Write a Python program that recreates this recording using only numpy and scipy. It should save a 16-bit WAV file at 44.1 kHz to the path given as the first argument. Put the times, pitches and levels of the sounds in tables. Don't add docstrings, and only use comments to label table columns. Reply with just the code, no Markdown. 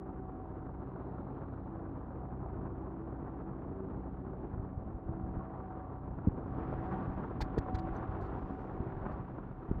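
import sys
import numpy as np
from scipy import signal
from scipy.fft import rfft, irfft
from scipy.io import wavfile

SR = 44100
rng = np.random.default_rng(int(sys.argv[2]) if len(sys.argv) > 2 else 0)


def natural_amplitude(level_db):
    exponent = np.asarray(level_db, float) / 20
    return 10 ** exponent


def generate_wav(signal):
    frames = np.transpose(np.atleast_2d(signal))
    scaled = np.clip(frames, -1, 1) * 32767
    pcm = np.round(scaled).astype(np.int16)
    wavfile.write(sys.argv[1], SR, pcm)


N = 432180

SHAFT_HZ, MOTOR_HZ = 15.622, 382.6
STILL_LOW_DB, STILL_MID_DB, STILL_TOP_DB = -1, -0.73, -8
MIDS_FOLLOW, TREBLE_FOLLOWS = 1, 0.8
TURN_S, TURN_LENGTH_S, TURN_DB = 6.48, 0.14, 7
PUFF_HZ, PUFF_LETS_GO, PRESS_LETS_GO = 105, 1.55, 1.18
CASING_HZ, CASING_T60_S, CASING_DB = 400, 0.03, -15.5
DULL_RING_HZ = 770
RUSTLE_LOW_HZ, RUSTLE_HIGH_HZ = 2800, 6200
BASS_CUT_HZ, HISS_DB = 33, -97.5

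# pitch_hz, level_db (per Hz)
ROAR_COLOUR = [(20, -20), (45, -13.5), (90, -3), (160, -5.5), (260, -5.5), (380, -7.5), (550, -14),
               (760, -15.5), (1000, -17), (1400, -23.5), (2200, -40), (3500, -53), (4500, -63), (6000, -71),
               (9000, -89.5)]
# order (multiple of the turning speed), level_db (rms)
SHAFT_TONES = [(2, -67), (3, -55.5), (4, -51), (6, -54), (8, -61.5), (9, -61.5), (12, -55.5), (16, -63.5),
               (17, -62), (21, -55.5), (42, -70), (48, -61.5)]
# order (multiple of its lowest pitch), level_db (rms)
MOTOR_TONES = [(1, -62), (2, -71.5), (3, -75.5)]
# pitch_hz, level_db (rms)
SECOND_DRIVE = [
    (129.3, -53.5),
    (275.7, -56),
]
# pitch_hz, width_hz, level_db (rms)
DUCT_HUMS = [(93, 5.3, -66.5), (151.3, 11, -68.5), (192.9, 7.6, -61), (806, 21, -72.5)]
# time_s, tone_gain_db
STANDING_WAVES = [(0, 2.3), (4.5, 0.2), (5.6, 4), (6.35, 2.5), (7.0, 1.5), (8.0, 0.3), (9.05, 2),
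                  (9.8, -0.4)]
# time_s, nearness_db (to the filter wall), uncovered_db (port)
GRIP_MOVES = [(0, -1.5, 2), (4.5, 0.5, 0), (4.95, -3, 1), (5.5, -2.5, 7), (5.65, -3, 6), (5.95, -5.5, 6),
              (6.44, 0, 2), (6.61, 2, 3.5), (7.0, 1.5, 7), (7.4, 2.5, 0), (7.64, 0, 6.5), (7.85, 1.5, 7),
              (8.13, 1.5, 6), (8.55, -1.5, 4.5), (8.8, -1, 3.5), (9.09, -3, 9), (9.4, -3.5, 2.5),
              (9.8, -4, 5.5)]
# time_s, level_db (rms)
DRAUGHT_LEVEL = [(0, -64.5), (4.4, -59), (4.9, -46.5), (5.37, -40.5), (5.68, -58.5), (6.1, -45),
                 (6.8, -50.5), (7.26, -41), (7.42, -54), (7.78, -42.5), (8.15, -47), (8.8, -46),
                 (9.09, -40.5), (9.5, -51.5), (9.8, -36)]
# peak_s (moment of the peak), peak_db
PORT_PUFFS = [(4.539, -27.5), (4.579, -30), (4.779, -27), (4.868, -33), (5.11, -33), (5.241, -27),
              (5.327, -37), (5.373, -33), (6.73, -31), (6.790, -29), (7.08, -28.5), (7.429, -27),
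              (7.745, -40), (8.012, -31), (8.094, -28.5)]
# peak_s (moment of the peak), peak_db, pitch_hz, slower (how many times slower
FINGER_SNAPS = [
    (4.598, -26.5, 139, 1.9),
    (5.094, -28, 155, 2),
    (6.2755, -16.5, 220, 1.56),
    (6.2854, -22, 232, 2.6),
    (7.579, -19.5, 400, 1.65),
    (8.805, -22.5, 150, 1.9),
    (8.871, -29.5, 138, 1.5),
    (9.7144, -19.5, 253, 1.8),
]
# peak_s (moment of the peak), peak_db, pitch_hz
FINGER_PRESSES = [(4.949, -31, 80), (6.2730, -21, 282), (6.2828, -21, 75), (7.199, -30.5, 150),
                  (7.418, -28, 59), (7.5737, -26.5, 280), (7.583, -25.5, 200), (7.590, -25, 70),
                  (7.732, -27.5, 218), (7.751, -29.5, 75), (9.706, -25, 62)]
# middle_s, level_db (rms), length_s, extra_db (above 6 kHz)
FINGER_RUBS = [(6.28, -93, .012, 27), (7.418, -42, 0.013, -2.5), (7.586, -48.5, 0.0081, 0.5),
               (7.754, -53, 0.011, -5), (7.793, -57, 0.0095, -8), (7.965, -73, 0.032, 5.5),
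               (8.223, -70, .022, 5), (8.261, -74.5, 0.026, 0.5), (9.127, -74.5, .016, 1.5),
               (9.716, -88, 0.0036, 16), (7.435, -66.5, 0.02, 2.5)]
# pitch_hz, level_db (per Hz)
RUB_COLOUR = [(400, -21), (900, 2.5), (1700, 1), (2570, -9.5), (2950, -15), (3300, -9.5), (4390, -6),
              (5500, -16.5), (6960, -19.5), (8890, -29.5), (16000, -32)]
# start_s, peak_db, pitch_hz, t60_s (time to fall by 60 dB)
STIFF_TICK = (7.965, -69, 6050, .03)
# middle_s, level_db (rms), length_s
SLEEVE_RUSTLES = [
    (6.45, -97, 0.17),
    (6.948, -93, .3),
    (8.55, -90.5, .35),
]
# start_s, peak_db
DULL_RINGS = [(0.693, -38.5), (1.108, -47), (1.523, -44), (1.67, -44), (1.758, -40.5), (2.106, -39),
              (2.233, -37.5), (2.461, -37), (4.071, -41), (5.409, -38.5), (5.458, -41), (6.536, -36),
              (6.584, -33), (6.727, -33), (6.828, -34), (7.245, -40), (7.405, -33), (7.662, -33),
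              (7.685, -29), (7.867, -40), (8.101, -44), (8.201, -34.5), (9.042, -37.5), (9.383, -38)]
# time_s, level_db (rms)
GUN_LEAK = [
    (0, -110),
    (.7, -106),
    (1.0, -97),
    (1.65, -97),
    (1.8, -107),
    (9.8, -104),
]


def in_time(rows):
    times, *columns = np.transpose(rows)
    return [np.interp(np.arange(N) / SR, times, column) for column in columns]


def rms_one(x):
    return x / np.sqrt(np.mean(x ** 2) + 1e-20)


def drift(rate):
    r = np.exp(-80 * np.pi * rate / SR)
    noise = rng.standard_normal(N // 40 + 2002)
    slow = signal.lfilter([1], [1, -2 * r, r * r], noise)[2000:]
    return np.interp(np.arange(N) / 40, np.arange(len(slow)), rms_one(slow))


def coloured(x, spectrum):
    hz, level_db = np.transpose(spectrum)
    bins = np.maximum(np.fft.rfftfreq(N, 1 / SR), 1)
    gain = natural_amplitude(np.interp(np.log(bins), np.log(hz), level_db))
    return irfft(rfft(x) * gain, N)


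def filtered(x, order, hz, kind):
    return signal.sosfilt(signal.butter(order, hz, kind, fs=SR, output="sos"), x)


def air_roar(gust_db=2.38, flicker_db=1.06, throb_db=-0.5):
    turn = np.cos(2 * np.pi * SHAFT_HZ * np.arange(N) / SR + 0.8 * drift(2.3))
    gusts = gust_db * drift(45) + 0.76 * drift(2.0)
    white = rng.standard_normal((2, N))
    edges = 16 * 2 ** np.arange(0, 10.1, 0.5)
    out = 0
    for k, (low, high) in enumerate(zip(edges, edges[1:])):
        band = filtered(white[k % 2], 2, [low, high], "band")
        throb = throb_db * np.exp(-np.log2(low / 1100) ** 2 / 2.0) * turn
        gust = gusts / (1 + (low / 4000) ** 2)
        out = out + band * natural_amplitude(gust + throb + flicker_db * drift(26))
    return natural_amplitude(-44.5) * rms_one(coloured(out, ROAR_COLOUR))


def tones(speed_hz, orders, waver_db, slip):
    phase = 2 * np.pi * np.cumsum(speed_hz * (1 + slip * drift(0.65))) / SR
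    out = 0
    for order, level_db in orders:
        level = np.sqrt(2) * natural_amplitude(level_db + waver_db * drift(2.1))
        out = out + level * np.sin(round(order) * phase + rng.uniform(0, 2 * np.pi))
    return out


def machine_tones():
    hum = tones(SHAFT_HZ, SHAFT_TONES, waver_db=3.0, slip=0.0008)
    hum = hum + tones(MOTOR_HZ, MOTOR_TONES, waver_db=5.0, slip=0.0008)
    for hz, level_db in SECOND_DRIVE:
        hum = hum + tones(hz, [(1, level_db)], waver_db=2.0, slip=0.003)
    return natural_amplitude(in_time(STANDING_WAVES)[0]) * hum


def duct_hum():
    out = 0
    for hz, width, level_db in DUCT_HUMS:
        r = np.exp(-np.pi * width / SR)
        section = [1, 0, -1, 1, -2 * r * np.cos(2 * np.pi * hz / SR), r * r]
        hum = signal.sosfilt([section, section], rng.standard_normal(N))
        out = out + natural_amplitude(level_db) * rms_one(hum)
    return out


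def fan_through_grip():
    fan = air_roar() + machine_tones() + duct_hum()
    near_db, open_db = in_time(GRIP_MOVES)
    turned_db = TURN_DB * np.clip((np.arange(N) / SR - TURN_S) / TURN_LENGTH_S + 0.5, 0, 1)
    spectrum, hz = rfft(fan), np.fft.rfftfreq(N, 1 / SR)
    above_600, above_1600 = [1 / (1 + (edge_hz / (hz + 1)) ** 4) for edge_hz in (600, 1600)]
    low = irfft(spectrum * (1 - above_600), N)
    mid = irfft(spectrum * (above_600 - above_1600), N)
    top = irfft(spectrum * above_1600, N)
    mid_db = STILL_MID_DB + MIDS_FOLLOW * open_db
    top_db = STILL_TOP_DB + TREBLE_FOLLOWS * open_db + turned_db
    return natural_amplitude(near_db) * (natural_amplitude(STILL_LOW_DB) * low + natural_amplitude(mid_db) * mid + natural_amplitude(top_db) * top)


def puff(hz, slower):
    u = np.pi * hz * np.arange(-1500, 1501) / SR
    stretch = np.where(u > 0, max(slower, 1), 1)
    return (1 - 2 * u ** 2 / stretch ** 3) * np.exp(-(u / stretch) ** 2)


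def random_bursts(per_s, spread_db, signs):
    happens = rng.random(N) < per_s / SR
    strength = natural_amplitude(spread_db * np.minimum(rng.exponential(1, N), 3))
    return happens * strength * rng.choice(signs, N)


def buffeting(per_s=110):
    lumps = random_bursts(per_s, 3.0, [-1, -1, 1])
    size = rng.integers(0, 3, N)
    out = 0
    for k, hz in enumerate((45, 105, 150)):
        out = out + signal.fftconvolve(lumps * (size == k), puff(hz, 1.0), "same")
    return natural_amplitude(in_time(DRAUGHT_LEVEL)[0]) * rms_one(out)


def knocks():
    rows = [(s, db, PUFF_HZ, -1, PUFF_LETS_GO) for s, db in PORT_PUFFS]
    rows += [(s, db, hz, -1, slower) for s, db, hz, slower in FINGER_SNAPS]
    rows += [(s, db, hz, 1, PRESS_LETS_GO) for s, db, hz in FINGER_PRESSES]
    out = np.zeros(N + 3001)
    for s, level_db, hz, push, slower in rows:
        at = round(s * SR)
        out[at:at + 3001] += push * natural_amplitude(level_db) * puff(hz, slower)
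    return out[1500:N + 1500]


def ringing(s, level_db, hz, t60, spread):
    t = np.arange(round(0.1 * SR)) / SR
    pitches = hz * (1 + spread * rng.standard_normal(4))
    phases = rng.uniform(0, 0.49, 4)
    waves = np.sin(2 * np.pi * np.outer(pitches, t) + phases[:, None]).sum(0) / 2
    shape = np.minimum(t / 0.00056, 1) * natural_amplitude(-60 * t / t60) * waves
    out, at = np.zeros(N + len(t)), round(s * SR)
    out[at:at + len(t)] = natural_amplitude(level_db) * shape
    return out[:N]


def casing():
    rings = 0
    for s, level_db, *_ in FINGER_SNAPS:
        rings = rings + ringing(s - 0.002, level_db + CASING_DB, CASING_HZ, CASING_T60_S, spread=0.12)
    return filtered(rings, 4, 560, "low")


def rubs(per_s=1300):
    slips = random_bursts(per_s, 4.9, [-1, 1])
    body = rms_one(coloured(slips + rng.standard_normal(N), RUB_COLOUR))
    bright = filtered(body, 2, 6000, "high")
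    t = np.arange(N) / SR
    out = 0
    for s, level_db, length, bright_db in FINGER_RUBS:
        stroke = natural_amplitude(level_db) * np.exp(-2.5 * np.abs((t - s) / length) ** 3.2)
        out = out + stroke * (body + (natural_amplitude(bright_db) - 1) * bright)
    return out


def stiff_tick():
    return ringing(*STIFF_TICK, spread=0.006)


def rustles():
    hiss = filtered(rng.standard_normal(N), 2, [RUSTLE_LOW_HZ, RUSTLE_HIGH_HZ], "band")
    t = np.arange(N) / SR
    swell = 0
    for s, level_db, length in SLEEVE_RUSTLES:
        swell = swell + natural_amplitude(level_db) * np.exp(-2 * ((t - s) / length) ** 2)
    return swell * natural_amplitude(1.2 * drift(25)) * rms_one(hiss)


def dull_rings():
    ring_sum = 0
    for s, level_db in DULL_RINGS:
        ring_sum = ring_sum + ringing(s, level_db - 3.0, DULL_RING_HZ, t60=0.049, spread=0.2)
    return filtered(ring_sum, 4, 1800, "low")


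def gun_air():
    hiss = filtered(rng.standard_normal(N), 4, [3500, 4350], "band")
    return natural_amplitude(in_time(GUN_LEAK)[0]) * rms_one(hiss)


def scene():
    handling = buffeting() + knocks() + casing() + rubs() + stiff_tick()
    background = rustles() + dull_rings() + gun_air()
    return (fan_through_grip() + handling + background)[None]


def band_limit(x):
    return signal.sosfilt(signal.butter(12, 15800, fs=SR, output="sos"), x)


def record(dry):
    x = filtered(dry, 1, BASS_CUT_HZ, "high")
    x = x + natural_amplitude(HISS_DB) * rng.standard_normal(dry.shape)
    return band_limit(x)


dry = scene()
out = record(dry)
generate_wav(out)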